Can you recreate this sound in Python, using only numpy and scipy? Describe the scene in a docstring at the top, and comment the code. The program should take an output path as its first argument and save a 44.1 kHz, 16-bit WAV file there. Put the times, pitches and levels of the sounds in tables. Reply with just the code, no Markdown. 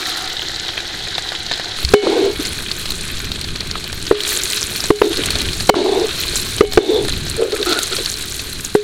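"""Small eggs fry in oil in a wide metal pan outdoors, close to a microphone in a light wind. At first the
frying, dense clicks and hiss, has one colour, while a bowl hums as filtered noise, low turbulence blows and
bubbles burst as short rings and puffs. From 1.76 s the frying turns within 20 ms to a deeper colour; a soft
thump, a dying sine, follows. Then a slotted ladle knocks the pan, ringing its modes, and scrapes along it as
slips drive resonances; knocks overload the input and gain control ducks the sizzle."""
import sys
import numpy as np
from scipy import signal
from scipy.io import wavfile
from scipy.ndimage import uniform_filter1d

SR = 44100
rng = np.random.default_rng(int(sys.argv[2]) if len(sys.argv) > 2 else 0)


def to_linear_factor(level_db):
    """Convert decibel levels (scalar or array-like) to linear amplitude factors."""
    exponent = np.asarray(level_db, float) / 20
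    return 10 ** exponent


def master_out(mix):
    """Clip the mix to full scale and print it as 16-bit PCM to the path in sys.argv[1]."""
    frames = np.transpose(np.atleast_2d(mix))
    ceiling = np.clip(frames, -1, 1)
    pcm = np.round(ceiling * 32767).astype(np.int16)
    wavfile.write(sys.argv[1], SR, pcm)


N = 389403  # samples

# Colour of the frying from 1.76 s on. Each row: frequency in Hz, relative spectral level in dB per Hz.
LATER_FRYING = [(120, -11.5), (200, -16), (366, 3.5), (394, -1), (424, 1), (509, -10.5), (867, -14),
                (1370, -8.5), (1590, -4), (1740, -6.5), (2960, -6.5), (4200, 1), (4950, -12), (9930, -15.5),
                (13500, -29), (16000, -32)]
# Modes of the pan. Each row: frequency in Hz, relative level in dB, decay time t60 in seconds.
PAN = [(415, -1, 0.5), (419.5, -3, 0.45), (352, -10, 0.13), (292, -20, 0.057), (480, -13, 0.1),
       (560, -14, 0.1), (847, -35, 0.07)]


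def evened(x):
    """Normalisation of power: scales to rms 1."""
    return x / np.sqrt(np.mean(x ** 2) + 1e-20)


def read(points, hz):
    """Interpolation of a spectrum on a logarithmic frequency axis."""
    f, value = np.transpose(points)
    return np.interp(np.log(hz + 1), np.log(f + 1), value)


def add(mix, s, sound):
    """Superposition: adds a sound to the mix at time s in seconds."""
    part = mix[round(s * SR):][:len(sound)]
    part += sound[:len(part)]


def coloured(x, points):
    """Minimum-phase filtering: the Hilbert transform of the log gain gives a causal response."""
    level_db = np.maximum(read(points, np.abs(np.fft.fftfreq(4096, 1 / SR))), -90)
    log_gain = np.log(to_linear_factor(level_db))
    taps = np.fft.ifft(np.exp(np.conj(signal.hilbert(log_gain)))).real[:2048]
    return signal.oaconvolve(x, taps)[:len(x)]


def ringing(modes, seconds):
    """Modal decay: a struck body sounds as a sum of exponentially dying sines."""
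    t = np.arange(round(seconds * SR)) / SR
    return sum(to_linear_factor(db - 60 * t / t60) * np.sin(2 * np.pi * hz * t) for hz, db, t60 in modes)


def clicks(per_s, spread_db):
    """Random impulse process: independent clicks of either sign, a few much larger than the rest."""
    size = to_linear_factor(spread_db * np.minimum(rng.exponential(1, N), 5))
    occurs = rng.random(N) < per_s / SR
    return size * occurs * rng.choice([-1., 1.], N)


def wobble(size, seconds):
    """Slow random fluctuation: twice-smoothed noise, evened to rms 1 over the whole scene, then cut."""
    span = max(round(seconds * SR), 2)
    slow = uniform_filter1d(uniform_filter1d(rng.standard_normal(N), span), span)
    return evened(slow)[:size]


def resonate(x, hz, width):
    """Heterodyne resonance that can follow a pitch curve: shift to zero, smooth twice, shift back."""
    turn = np.exp(2j * np.pi * np.cumsum(hz * np.ones(len(x))) / SR)
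    r = np.exp(-np.pi * width / SR)
    smooth = signal.lfilter([(1 - r) ** 2], [1, -2 * r, r * r], x / turn)
    return 2 * (turn * smooth).real


def clatter(x, top_hz=7500):
    """Broadband excitation of a body: dull wide noise takes on the colour of the later frying."""
    dull = signal.butter(2, top_hz, fs=SR, output="sos")
    return evened(signal.sosfilt(dull, coloured(x, LATER_FRYING)))


def burst(hz, t60, noise, tonal=.6, echo_s=0.0016):
    """Bubble collapse: the wall tears in a short rising ring and a puff of spray; the pan wall echoes."""
    t = np.arange(len(noise)) / SR
    ring = np.sin(2 * np.pi * hz * t * (1 + 12 * t)) * to_linear_factor(-60 * t / (0.22 * t60))
    # the echo repeats the ring alone
    ring += 0.78 * np.roll(ring, round(echo_s * SR)) * (t > echo_s)
    puff = evened(resonate(noise, hz, 0.76 * hz)) * to_linear_factor(-60 * t / t60)
    return (tonal * ring + 0.29 * puff) * (1 - np.exp(-t / 0.00015))


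def ticks(tilt_db_per_octave=-4.5):
    """Impulsive radiation: tiny droplets of oil snap as very short, bright damped sines."""
    t, out = np.arange(200) / SR, np.zeros(N)
    for hz in np.geomspace(5500, 14000, 8):
        snap = np.sin(2 * np.pi * hz * t) * np.exp(-t / 0.00022) * (1 - np.exp(-t / .0001))
        band = signal.oaconvolve(clicks(per_s=120, spread_db=5.0), snap)[:N]
        out += to_linear_factor(tilt_db_per_octave * np.log2(hz / 8000)) * band
    return evened(out)


def sizzle(hiss_db=-4, crackle_db=-3):
    """Source and filter: countless small bubbles over a fine hiss, coloured by the bowl of the pan."""
    # Frying level and treble over time, before gain control.
    # Each row: time in seconds, frying level in dB, lift of the treble in dB before its flicker.
    activity = [(0.0, -22.5, 1.5), (.39, -24, -6.5), (1.742, -24, -11), (1.8, -25, 0.5), (2.3, -25.5, -0.5),
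                (2.45, -21, 1), (2.55, -27, 2.5), (3.1, -26.5, -0.5), (3.4, -28.5, -4.5), (4.05, -28.5, -1),
                (4.17, -19, -4.5), (4.3, -19, 12), (4.4, -23.5, 4.5), (4.89, -26, 8.5), (5.15, -14.5, 5),
                (5.35, -18.5, -5.5), (5.63, -29, 8.5), (5.9, -21.5, 7.5), (6.1, -13, 1.5), (6.4, -25.5, 8),
                (6.62, -26, 6.5), (7.06, -18, 6), (7.35, -26, -3), (7.77, -25, 4), (7.86, -25, 5),
                (8.1, -27, 5.5), (8.73, -31, 6.5), (8.83, -38, 13)]
    # Colour of the frying before 1.76 s. Each row: frequency in Hz, relative spectral level in dB per Hz.
    early_frying = [(120, -67), (200, -32), (289, -13), (328, 0), (612, -16), (735, -6.5), (1140, -18),
                    (1480, -6.5), (1980, -5), (2470, -13), (3020, -6), (3970, 1.5), (4950, -8.5), (6880, -14),
                    (16000, -32.5)]
    change_s, turn_s = 1.76, 0.02  # start and length of the turn to the later colour
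    early_ticks_db, later_ticks_db = -15, -11  # droplets against the frying, before lift
    flicker_db, flicker_s = 2, 0.028  # rms and smoothing time of the random treble flicker
    t = np.arange(N) / SR
    s, level_db, treble_db = np.transpose(activity)
    crackle = np.zeros(N)
    for hz in np.geomspace(500, 14000, 24):
        grain = burst(hz, 0.017 + 22 / hz, rng.standard_normal(1500), tonal=0.39)
        grain = grain / np.linalg.norm(grain) * (hz / 4000) ** .5
        crackle += signal.oaconvolve(clicks(per_s=40, spread_db=3.5), grain)[:N]
    drive = to_linear_factor(hiss_db) * rng.standard_normal(N) + to_linear_factor(crackle_db) * evened(crackle)
    later = np.clip((t - change_s) / turn_s, 0, 1)
    frying = (1 - later) * evened(coloured(drive, early_frying))
    frying += later * evened(coloured(drive, LATER_FRYING))
    treble = signal.sosfiltfilt(signal.butter(1, 8000, "high", fs=SR, output="sos"), frying)
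    # the treble of the frying rises and falls along the curve, with random flicker
    lift = to_linear_factor(np.interp(t, s, treble_db) + flicker_db * wobble(N, flicker_s))
    droplets = to_linear_factor(np.where(later < .5, early_ticks_db, later_ticks_db)) * ticks()
    return to_linear_factor(np.interp(t, s, level_db)) * (frying + (lift - 1) * treble + lift * droplets)


def bowl():
    """Friction-driven resonance: the emptied bowl is drawn away over the rim and hums in its own modes."""
    # Each row: frequency in Hz, resonance width in Hz, relative level at a 100 Hz width in dB.
    modes = [(336, 110, 0), (754, 72, -1), (1320, 350, 9), (1760, 86, -18), (2320, 88, -6)]
    # Strength of the rub. Each row: time in seconds, level in dB.
    rub_level = [(0.0, -26.5), (0.048, -37), (0.086, -28), (0.104, -37), (0.112, -35), (0.262, -30),
                 (0.34, -52)]
    s, db = np.transpose(rub_level)
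    t = np.arange(s[0], s[-1], 1 / SR)
    rub = rng.standard_normal(len(t))
    hum = np.zeros(len(t))
    for hz, width, mode_db in modes:
        # a narrower resonance builds up more strongly
        hum += to_linear_factor(mode_db) * np.sqrt(100 / width) * evened(resonate(rub, hz, width))
    fade = np.clip((s[-1] - t) / .04, 0, 1)
    return np.pad(to_linear_factor(np.interp(t, s, db)) * evened(hum) * fade, (0, N - len(t)))


def wind(lumps_db=1.0):
    """Turbulent pressure fluctuation: lumpy low noise arises at the microphone port."""
    # Each row: time in seconds, level in dB.
    strength = [(0.0, -39), (.66, -35.5), (1.0, -36), (1.75, -37.5), (1.9, -25.5), (2.15, -29),
                (2.38, -26.5), (2.75, -32.5), (2.95, -27.5), (3.5, -27.5), (4.1, -29.5), (4.5, -35.5),
                (5.06, -26), (5.18, -17.5), (5.68, -26), (5.75, -14), (5.899, -19.5), (6.55, -30.5),
                (6.68, -16.5), (6.85, -25), (7.06, -11.5), (7.38, -26.5), (7.43, -33), (8.68, -31.5),
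                (8.8, -35)]
    # Turbulence spectrum. Each row: frequency in Hz, relative spectral level in dB per Hz.
    turbulence = [(8.8, 4), (15, -5.5), (75, -3.5), (233, -12.5), (300, -15.5), (390, -19), (660, -120)]
    gust = coloured(rng.standard_normal(N), turbulence)
    gust = evened(gust * to_linear_factor(lumps_db * wobble(N, 0.031)))
    return to_linear_factor(np.interp(np.arange(N) / SR, *np.transpose(strength))) * gust


def pops(count=30):
    """Steam bubble collapse: each burst has its own pitch, thump on the pan and spray."""
    # Loud bubbles. Each row: start in seconds, overall gain in dB, starting pitch in Hz,
    # relative gain of the low thump in dB, relative gain of the fine spray in dB.
    loud = [(.061, -14.5, 1780, -17, -25), (.178, -22, 3900, -10, -22), (.394, -9, 3120, -15, -28),
            (.494, -16.5, 3700, -5, -31), (.6818, -10.5, 3970, -16, -25), (.7765, -12.5, 1980, -8.5, -13),
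            (.7775, -6.5, 3100, -25, -20), (.8042, -11, 3840, -24, -26), (1.181, -5.5, 3500, -8.5, -29),
            (1.3193, -15, 3970, 0, -26), (1.464, -9.5, 4100, -23, -24), (1.513, -6.5, 3450, -4, -34),
            (1.5968, -11, 4110, -2.5, -26), (1.8485, 0, 4300, -32, -32), (1.8892, -5, 4340, -30, -21),
            (2.452, -8, 4530, -29, -26), (2.7146, -3, 4100, -27, -20), (2.856, -8, 3930, -21, -17),
            (2.8898, -11, 3980, -24, -21), (2.9195, -7, 3930, -26, -5), (3.039, -16.5, 2830, -25, -26.5),
            (3.3169, -5, 3860, -24, -29), (3.4124, -9.5, 4000, -23, -4.5), (3.444, -12, 4170, -16, -21),
            (3.5587, -9, 4200, -20, -15), (3.606, -6, 4060, -25, -28), (3.712, -7, 4260, -25, -24),
            (3.755, -8, 1340, -25, -18), (3.8412, -10.5, 4100, -19, -10), (3.928, -10.5, 3900, -10.5, -3),
            (4.067, -7.5, 4530, -31, -30), (4.2045, 2.5, 3500, -37, -20), (4.32, -8, 1770, -30, -20),
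            (4.4347, -3.5, 7230, -35, -18), (4.7601, -7, 4270, -33, -15), (4.804, -6.5, 5000, -26, -14),
            (4.84, -6.5, 4430, -11, -18), (5.1707, 5, 4130, -33, -8), (5.236, 1.5, 3160, -18, -19),
            (5.259, -18, 4290, -14, 21), (5.3047, 3, 4120, -33, -3), (5.355, -2.5, 3970, -11, -21),
            (5.3931, -13, 3550, -17, -17), (5.4156, -6, 4000, -27, -1), (5.5318, -5.5, 4100, -30, -12),
            (5.606, -6, 4350, -14.5, -12), (6.5818, -6, 3900, -23, -17), (6.722, 1.5, 4180, -15, -21),
            (6.7346, 2.5, 3940, -15, -9), (7.0484, -3, 4180, -5.5, -14), (7.0838, -5.5, 3740, 2.5, -5),
            (7.2657, -10, 5140, -11, -14), (7.2978, -12.5, 4180, -24, 7), (7.3657, -15.5, 4100, -7, 5),
            (7.5214, -6.5, 3900, -20, -19), (7.6282, -3.5, 3740, -26, -11), (7.712, -6, 4000, -23, -14),
            (7.725, -1, 4100, -20, -14), (7.789, -2, 3880, -14, -1), (7.8316, -8, 6400, -35, 4),
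            (7.9655, -3, 4300, -29, -24), (8.0594, -3.5, 4220, -38, -20), (8.6478, -6, 6500, -26, -8)]
    # Lesser bubbles at random. Each row: mean, spread; the rows are overall gain in dB, pitch in Hz,
    # relative thump gain in dB and relative spray gain in dB.
    lesser_range = [(-19, 2.5), (4100, 300), (-22, 4), (-15, 5)]
    t60 = 0.032  # s, decay of the puff at the bubble's pitch
    mean, spread = np.transpose(lesser_range)
    starts = rng.uniform(0, N / SR, count)
    lesser = np.c_[starts, mean + spread * rng.standard_normal((count, 4))]
    rows = np.r_[loud, lesser]
    out, noise = np.zeros(N), rng.standard_normal((len(rows), 3, 3000))
    for (s, db, hz, thump_db, spray_db), (a, b, c) in zip(rows, noise):
        pop = burst(hz, t60, a, tonal=0.83)
        thump = burst(744, t60, b, tonal=0.98) + 1.16 * burst(1660, 2.3 * t60, b[::-1], tonal=0.49)
        spray = burst(8100, 0.79 * t60, c, tonal=0.28)
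        add(out, s, to_linear_factor(db) * (pop + to_linear_factor(thump_db) * thump + to_linear_factor(spray_db) * spray))
    return out


def bump():
    """Damped oscillation: one soft low thump at the microphone is a dying sine."""
    # One row: start in seconds, level in dB, frequency in Hz, decay time t60 in seconds.
    thump = (1.844, -6, 66, .13)
    out, (s, db, hz, t60) = np.zeros(N), thump
    sound = ringing([(hz, db, t60)], .3)
    add(out, s, sound * (1 - np.exp(-np.arange(len(sound)) / SR / .003)))
    return out


def knocks():
    """Impact excitation: a brief thud and crack, long modal rings of pan and ladle, a dying rattle."""
    # Each row: start in seconds, strength in dB, pitch of the dull thud in Hz,
    # then against the strength: crack in dB, pan ring in dB, ladle ring in dB.
    strikes = [(1.937, 21.5, 447, -0.5, -12.5, -29), (2.068, 10, 476, -5.5, -22, -60),
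               (4.111, 7, 425, -10.5, -27, -60), (4.124, -6.5, 390, -12, -2, -58),
               (4.904, 10.5, 357, -2.5, -14.5, -38), (5.016, 18.5, 433, -5.5, -28, -50),
               (5.693, 22.5, 378, 8.5, -17.5, -36), (5.74, 5, 440, 7, -10, -60),
               (6.608, 13.5, 412, -8.5, -17.5, -35.5), (6.774, 27.5, 397, -10, -22, -44),
               (6.785, 16, 390, -16, -13.5, -58), (8.751, 3.5, 405, -6, -9, -62)]
    # Each row: frequency in Hz, relative level in dB before the crack's tilt, decay time t60 in seconds.
    ladle_modes = [(760, -6, .65), (1590, -9, .2), (2207, -3, 1.0), (2995, 0, .6), (5350, -22, .3)]
    shiver_db, shiver_t60_s = -19.5, 1  # rattle of pan and eggs, against the pan ring
    brightening = 0.52  # a harder crack tilts the ladle ring upward: dB per octave for each dB of crack
    out, noise = np.zeros(N), rng.standard_normal((len(strikes), SR // 2))
    t = np.arange(1500) / SR
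    pan = ringing(PAN, 1)
    shiver = to_linear_factor(shiver_db - 60 * np.arange(SR // 2) / SR / shiver_t60_s)
    for (s, db, hz, crack_db, pan_db, ring_db), row in zip(strikes, noise):
        thud = np.sin(2 * np.pi * hz * t) * np.exp(-(t / 0.0065) ** 4)
        crack = evened(resonate(row[:1500], 570, 1020)) + 0.018 * row[:1500]
        crack = crack * to_linear_factor(crack_db) * np.exp(-(t / 0.006) ** 4)
        add(out, s, to_linear_factor(db) * (thud + crack) * (1 - np.exp(-t / 0.0013)))
        tilt = brightening * crack_db
        ladle = ringing([(f, d + tilt * np.log2(f / 2200), t60) for f, d, t60 in ladle_modes], 1)
        add(out, s, to_linear_factor(db) * (to_linear_factor(pan_db) * pan + to_linear_factor(ring_db) * ladle))
        add(out, s, to_linear_factor(db + pan_db) * shiver * clatter(row))
    return out


def scrapes():
    """Stick-slip friction: dense uneven slips drive the damped pan and the ladle's edge."""
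    # Pressure of the ladle, one list for each stretch of scraping.
    # Each row: time in seconds, pressure in dB.
    stretches = [
        [(2.02, -4.5), (2.1, -6), (2.28, -15), (2.33, -27.5), (2.36, -32)],
        [(2.385, -35), (2.397, -22.5), (2.43, -41)],
        [(5.03, -2), (5.095, -19), (5.112, -14.5), (5.15, -25)],
        [(5.175, -27), (5.187, -15.5), (5.225, -31)],
        [(5.75, 6), (5.8, -0.5), (5.92, -5.5), (5.95, -6.5), (6.04, -11.5), (6.06, -18), (6.11, -34)],
        [(6.62, -3), (6.65, -17)],
        [(6.79, -10), (6.856, -9.5), (6.896, -2.5), (6.936, -4), (7.006, -10.5), (7.06, -20), (7.08, -31)],
        [(7.37, -36), (7.42, -15), (7.44, -17.5), (7.51, -32)],
        [(7.515, -19.5), (7.547, -23), (7.573, -41), (7.601, -24.5), (7.645, -34)],
        [(7.65, -36), (7.666, -30.5), (7.72, -26), (7.762, -29.5), (7.85, -44)],
        [(7.91, -46), (7.932, -30.5), (7.96, -59)],
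        [(7.98, -27.5), (8.05, -51)],
    ]
    # How the edge meets the pan, one row for each stretch. Each row: rumble pitch in Hz,
    # then against the pressure: grind in dB, rasp in dB, squeal in dB, hiss in dB.
    contact = [(416, -4, -20.5, -25, -4.5), (358, -13, -10, -13, -20), (398, -10, -19, -9, -8),
               (390, -27, -27, -8, -3), (396, -2.5, -27, -13.5, -5), (408, -20, -32, -35, -35),
               (389, -9, -37, -7, -10), (425, -34, -17, -28, -28), (390, -32, -10.5, -13, -25),
               (383, -2, 6.5, -9, 6), (430, -6, 8, -7, 10), (440, -16, -8, 3, 5)]
    # First row: rumble width in Hz, rumble level against the pressure in dB.
    # Each further row, for grind, rasp and squeal: frequency in Hz, width in Hz.
    bands = [(130, 5.9), (630, 430), (1350, 190), (3650, 390)]
    # pitches waver by this rms fraction and edge bands by stutter_db rms, as the ladle catches
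    wander, wander_s, stutter_db = 0.047, 0.021, 1.5
    lift_ring_db = -21  # pan ring driven by the slips, against the pressure
    out = np.zeros(N)
    (rumble_width, rumble_db), *edge = bands
    for rows, (hz, *edge_db, hiss_db) in zip(stretches, contact):
        s, db = np.transpose(rows)
        t = np.arange(s[0], s[-1], 1 / SR)
        slips = clicks(per_s=2000, spread_db=2.0)[:len(t)] * signal.windows.tukey(len(t), .08)
        rumble_hz = hz * (1 + wander * wobble(len(t), wander_s))
        scrape = to_linear_factor(rumble_db) * evened(resonate(slips, rumble_hz, rumble_width))
        for (f, width), rel_db in zip(edge, edge_db):
            stutter = to_linear_factor(rel_db + stutter_db * wobble(len(t), wander_s))
            edge_hz = f * (1 + wander * wobble(len(t), 2 * wander_s))
            scrape += stutter * evened(resonate(slips, edge_hz, width))
        scrape += to_linear_factor(hiss_db) * clatter(rng.standard_normal(len(t)) + 0.88 * evened(slips))
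        pressure = to_linear_factor(np.interp(t, s, db))
        add(out, s[0], pressure * scrape)
        # the free part of the pan keeps ringing after the ladle lifts
        ring = ringing(PAN[:1], .4)
        ring = ring / np.linalg.norm(ring)
        add(out, s[0], to_linear_factor(lift_ring_db) * signal.oaconvolve(pressure * evened(slips), ring))
    # the pan radiates little below its lowest modes
    return signal.sosfilt(signal.butter(5, 255, "high", fs=SR, output="sos"), out)


def scene():
    """Superposition of pressures: one microphone hears everything."""
    return (sizzle() + bowl() + wind() + pops() + bump() + knocks() + scrapes())[None]


def band_limit(x):
    """A steep low-pass at the top of the band."""
    return signal.sosfilt(signal.butter(12, 16200, fs=SR, output="sos"), x)


def record(dry, threshold_db=-15, detector_fall_db_per_s=70):
    """Dynamic compression: gain control reacts a few ms late, recovers slowly; what it misses clips."""
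    # origin=99 makes the power average look back in time
    power_db = 10 * np.log10(np.abs(uniform_filter1d(dry[0] ** 2, 200, origin=99)) + 1e-12)
    fall = np.arange(N) / SR * detector_fall_db_per_s
    held_db = np.maximum.accumulate(power_db + fall) - fall
    over_db = np.maximum(held_db - threshold_db, 0)
    late = np.exp(-1 / (.007 * SR))  # 7 ms lag
    # each dB over the threshold takes 0.54 dB of gain away
    ducked = dry / to_linear_factor(0.54 * signal.lfilter([1 - late], [1, -late], over_db))
    low_pass = signal.firwin(255, 16100, fs=SR)[None]
    mix = signal.oaconvolve(np.clip(ducked, -1.02, 1.02), low_pass, "same")
    return band_limit(mix)


dry = scene()
out = record(dry)
master_out(out)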